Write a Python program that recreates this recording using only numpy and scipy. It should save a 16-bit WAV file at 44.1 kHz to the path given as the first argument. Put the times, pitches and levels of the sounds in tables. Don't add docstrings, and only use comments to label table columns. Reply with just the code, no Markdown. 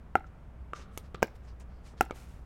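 import sys
import numpy as np
from scipy import signal
from scipy.fft import rfft, irfft
from scipy.io import wavfile
from scipy.ndimage import uniform_filter1d

SR = 44100
rng = np.random.default_rng(int(sys.argv[2]) if len(sys.argv) > 2 else 0)


def master(y):
    cut = np.clip(np.atleast_2d(y).T, -1, 1)
    pcm = np.round(cut * 32767)
    wavfile.write(sys.argv[1], SR, pcm.astype(np.int16))


N = 108045


def undb(db):
    return 10 ** (np.asarray(db) / 20)


def bin_hz(size):
    return np.maximum(np.fft.rfftfreq(size, 1 / SR), 1)


def eq_curve(points, size):
    hz, db = np.array(points).T
    return undb(np.interp(np.log(bin_hz(size)), np.log(hz), db))


def coloured(points, size):
    noise = irfft(rfft(rng.standard_normal(size)) * eq_curve(points, size), size)
    return noise / noise.std()


def band(hz, octaves, size):
    distance = np.log2(bin_hz(size) / hz) / octaves
    noise = irfft(rfft(rng.standard_normal(size)) / (1 + distance ** 2 / 10) ** 10, size)
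    return noise / noise.std()


def click(points, size):
    cepstrum = irfft(np.log(eq_curve(points, size)))
    pulse = irfft(np.exp(rfft(2 * cepstrum[:size // 2], size)))
    return pulse / np.linalg.norm(pulse)


def fade(t, t60):
    return np.exp(-np.log(1000) * t / t60)


def wander(rate_hz):
    hold = int(SR / rate_hz)
    stairs = np.repeat(rng.standard_normal(N // hold + 4), hold)
    smooth = uniform_filter1d(uniform_filter1d(stairs, hold), hold)[hold:hold + N]
    return smooth / smooth.std()


def lowpass(x, hz, order):
    return signal.sosfilt(signal.butter(order, hz, fs=SR, output="sos"), x)


def add(out, start, sound):
    i = max(int(start * SR), 0)
    out[i:i + len(sound)] += sound[:max(N - i, 0)]


# (frequency [Hz], relative level [dB])
RUMBLE_EQ = [(20, -16), (45, -12), (75, -10.5), (100, -18), (150, -20), (210, -23.5), (300, -32),
             (600, -34.5), (1000, -37.5), (1450, -41.5), (2050, -47.5), (2900, -53), (4000, -61),
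             (7000, -65.5), (16000, -73)]


def background(rumble_db=-49.5, hum_db=-50, hum_hz=60):
    phase = 2 * np.pi * np.cumsum(hum_hz + .5 * wander(5.8)) / SR
    hum = np.sqrt(2) * np.sin(phase) * undb(hum_db + 1.8 * wander(6.43))
    return hum + coloured(RUMBLE_EQ, N) * undb(rumble_db)


def impacts(hits, modes, crack_eq):
    out, t = np.zeros(N), np.arange(int(.12 * SR)) / SR
    pivot_hz, crack_size = modes[1][0], 2048
    for start, db, contact_ms, crack_db, cutoff_hz, tilt_db in hits:
        push = np.sin(np.pi * np.minimum(t * 1000 / contact_ms, 1)) ** 2
        ring = np.zeros(len(t))
        for hz, mode_db, t60 in modes:
            gain = undb(mode_db + tilt_db * np.log2(hz / pivot_hz))
            ring += gain * np.cos(2 * np.pi * hz * t) * fade(t, t60)
        add(out, start, undb(db) * signal.fftconvolve(ring, push / push.sum())[:len(t)])
        fizz = undb(-17) * coloured(crack_eq, crack_size) * fade(t[:crack_size], t60=.018)
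        crack = lowpass(click(crack_eq, crack_size) + fizz, cutoff_hz, order=2)
        add(out, start + contact_ms / 4000, undb(db + crack_db) * crack)
    return out


# (time [s], level [dB], contact [ms], crack offset [dB], crack cutoff [Hz],
# mode tilt [dB/octave])
NEAR_STROKES = [(0.1545, -5.5, 0.55, -15.5, 15300, 3), (2.0093, -7, 0.44, 0.5, 14700, 0.5)]
# (frequency [Hz], level [dB], t60 [s])
NEAR_MODES = [(389, -4.5, 0.0075), (772, -2.5, 0.026), (1365, -5, 0.026), (2020, -11, 0.0065),
              (2710, -15, 0.0077)]
# (frequency [Hz], level [dB])
NEAR_CRACK_EQ = [(1000, 4.5), (2600, 16.5), (3900, -16.5), (5500, 4.5), (9500, -1), (16000, 0.5)]


def near_paddle(notch_hz=1105):
    pops = impacts(NEAR_STROKES, NEAR_MODES, NEAR_CRACK_EQ)
    return signal.lfilter(*signal.iirnotch(notch_hz, Q=9.8, fs=SR), pops)


# (frequency [Hz], level [dB])
TAIL_EQ = [(100, 5), (400, 3.5), (800, -3.5), (1400, 0), (3000, 1)]
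# (band centre [Hz], level [dB])
MESH_BANDS = [(3500, 4.5), (5000, 3.5), (7100, -5.5), (10000, 1.5), (14000, 1)]


def court_reverb(x, early_boost_db=0, late_boost_db=0, build_s=.012):
    t, tail_power = np.arange(SR) / SR, 0
    for db, t60 in ((-18 + early_boost_db, .089), (-30.5 + late_boost_db, .98)):
        shape = (fade(t, t60) * np.minimum(t / build_s, 1) ** 2) ** 2
        tail_power += undb(db) ** 2 * shape / shape.sum()
    tail = coloured(TAIL_EQ, SR) * np.sqrt(tail_power)
    out = x + signal.fftconvolve(lowpass(x, hz=3000, order=6), tail)[:N]
    grains = np.exp(.25 * wander(400) - .25 ** 2)
    for hz, db in MESH_BANDS:
        half_octave = signal.butter(3, [hz / 2 ** .25, hz * 2 ** .25], "band", fs=SR, output="sos")
        energy = signal.fftconvolve(signal.sosfilt(half_octave, x) ** 2, tail_power)[:N]
        hiss = signal.sosfilt(half_octave, rng.standard_normal(N))
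        out += undb(db) * np.sqrt(np.abs(energy)) * grains * hiss / hiss.std()
    return out


# (delay [s], level [dB], low cut [Hz], high cut [Hz], smear t60 [s])
FENCE_SLAPS = [(.0145, -17.5, 150, 477, .004), (.0155, -20, 3000, 12000, .005),
               (.032, -31.5, 700, 2000, .035), (0.042, -26, 3960, 14000, 0.0045),
               (.05, -32, 600, 6050, 0.049)]


def fence_echoes(x):
    out, t = np.zeros(N), np.arange(1024) / SR
    for delay, db, low_hz, high_hz, smear_t60 in FENCE_SLAPS:
        smear = rng.standard_normal(len(t)) * fade(t, smear_t60)
        slap = signal.sosfilt(signal.butter(2, [low_hz, high_hz], "band", fs=SR, output="sos"), x)
        smeared = signal.fftconvolve(slap, smear)[:N]
        add(out, delay, undb(db) * smeared * slap.std() / smeared.std())
    return out


def wall_echo(x, delay_s=.0885, db=-30, centre_hz=1500):
    out = np.zeros(N)
    add(out, delay_s, undb(db) * signal.lfilter(*signal.iirpeak(centre_hz, Q=2, fs=SR), x))
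    return out


# (time [s], rise [s], fall [s], level [dB], hiss centre [Hz], spread [octaves])
SLIDES = [(0.261, 0.0056, 0.027, -75, 5970, 0.39), (0.736, 0.028, 0.11, -59.5, 5740, 0.45),
          (0.785, 0.038, 0.025, -64, 4500, 0.5), (0.903, 0.04, 0.19, -73.5, 7600, 0.71),
          (1.021, 0.029, .06, -73.5, 4580, 0.51), (1.341, 0.022, 0.011, -68, 5000, 1.8),
          (1.42, 0.032, 0.051, -76, 6560, 0.51), (1.46, 0.026, 0.056, -69, 4960, 0.31),
          (1.594, 0.015, 0.029, -63, 6770, 0.53), (1.66, 0.055, 0.25, -79.5, 4700, 0.25),
          (1.825, 0.04, 0.1, -65.5, 5630, 0.74), (1.964, .016, 0.15, -67.5, 4300, 0.68),
          (2.125, 0.036, 0.21, -63, 6600, 1.1), (2.27, 0.027, 0.19, -71.5, 6700, 1.1)]
# (frequency [Hz], level [dB])
RUB_EQ = [(100, -14), (500, -2.5), (1200, -2.5), (2500, -4), (4000, -10), (8000, -17), (16000, -37)]


def shoe_scuffs(roughness=.2, rub_db=4.5):
    out, t = np.zeros(N), np.arange(N) / SR
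    for start, rise, fall, db, hz, octaves in SLIDES:
        swell = np.interp(t, [start, start + rise, start + rise + fall], [0, 1, 0]) ** 1.37
        grains = np.exp(roughness * wander(1500) - roughness ** 2)
        friction = band(hz, octaves, N) + undb(rub_db) * coloured(RUB_EQ, N)
        out += undb(db) * swell * grains * friction
    return out


# (time [s], level [dB], contact [ms], crack offset [dB], crack cutoff [Hz],
# mode tilt [dB/octave])
BALL_LANDINGS = [(0.7341, -22.5, 0.46, -6.5, 5550, -4), (1.1482, -31.5, 0.32, -27, 4000, -7.5)]
# (frequency [Hz], level [dB], t60 [s])
BALL_MODES = [(484, -8, 0.0061), (1188, -5.5, 0.032), (1297, -4, 0.026), (2230, -5.5, 0.0074),
              (2710, -9, 0.018)]
# (frequency [Hz], level [dB])
GRIT_CRACK_EQ = [(1000, -13), (2800, 5), (4500, -8.5), (7300, 1.5), (9000, -8), (13000, -2), (16000, -20)]


def ball_bounces():
    return impacts(BALL_LANDINGS, BALL_MODES, GRIT_CRACK_EQ)


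# (time [s], level [dB], contact [ms], crack offset [dB], crack cutoff [Hz],
# mode tilt [dB/octave])
FOOTFALLS = [(0.796, -38.5, 0.58, -23, 3000, -7), (0.9755, -27, 0.5, 9, 13300, 2),
             (1.1452, -26, 1.15, 1, 4540, -9.5), (1.2225, -26.5, 0.76, -1, 6060, 5),
             (1.7225, -44.5, 0.47, -28, 3000, -4), (1.9375, -41.5, 0.88, -28, 2980, 6),
             (2.1093, -19.5, 0.56, -4.5, 4470, 1.5), (2.1203, -50.5, .25, -17, 3000, 7),
             (2.125, -34.5, 1.12, -28, 3000, -2), (2.161, -37, .8, -28, 3000, -5)]
# (frequency [Hz], level [dB], t60 [s])
SOLE_MODES = [(134, -23, 0.042), (350, -1.5, 0.0071), (574, -13, 0.0086), (870, -20, 0.023),
              (1233, -14.5, 0.027), (2260, -11.5, 0.019)]


def footsteps():
    return impacts(FOOTFALLS, SOLE_MODES, GRIT_CRACK_EQ)


# (time [s], level [dB], band centre [Hz])
GRIT_SNAPS = [(0.9773, -36.5, 7550), (0.9829, -42.5, 7550), (1.15, -46, 2800), (1.157, -50, 3000),
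              (1.3627, -76, 6000), (1.6, -58, 8760), (2.0287, -47, 8900)]


def grit_ticks():
    out, t = np.zeros(N), np.arange(2048) / SR
    for start, db, hz in GRIT_SNAPS:
        add(out, start, undb(db) * band(hz, octaves=.8, size=len(t)) * fade(t, t60=.0075))
    return out


# (time [s], level [dB], contact [ms], crack offset [dB], crack cutoff [Hz],
# mode tilt [dB/octave])
FAR_STROKES = [(1.2282, -4, 0.58, -1.2, 14000, 0)]
# (frequency [Hz], level [dB], t60 [s])
FAR_MODES = [(205, -22, 0.04), (495, -4.5, 0.012), (700, -7.5, 0.01), (910, -17.5, 0.019),
             (1582, -9.5, 0.023), (2376, 4, 0.0043), (2900, -11.5, 0.045), (5450, -19, 0.0069)]
# (frequency [Hz], level [dB])
FAR_CRACK_EQ = [(1000, -15), (2600, -9.5), (4300, -7.5), (5300, 4), (6800, -4.5), (8500, -14.5),
                (13000, -9), (16000, 1.5)]


def far_paddle():
    return impacts(FAR_STROKES, FAR_MODES, FAR_CRACK_EQ)


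def scene():
    near = near_paddle()
    paddles = near + far_paddle()
    ball = court_reverb(ball_bounces(), early_boost_db=-8, late_boost_db=20.5)
    shoes = footsteps() + grit_ticks() + shoe_scuffs()
    feet = court_reverb(shoes, early_boost_db=-.5, late_boost_db=-.5)
    strokes = court_reverb(paddles) + fence_echoes(paddles) + wall_echo(near)
    return (strokes + ball + feet + background())[None]


def record(dry, top_hz=16300):
    return signal.sosfilt(signal.ellip(8, .2, 70, top_hz, fs=SR, output="sos"), dry)


dry = scene()
out = record(dry)
master(out)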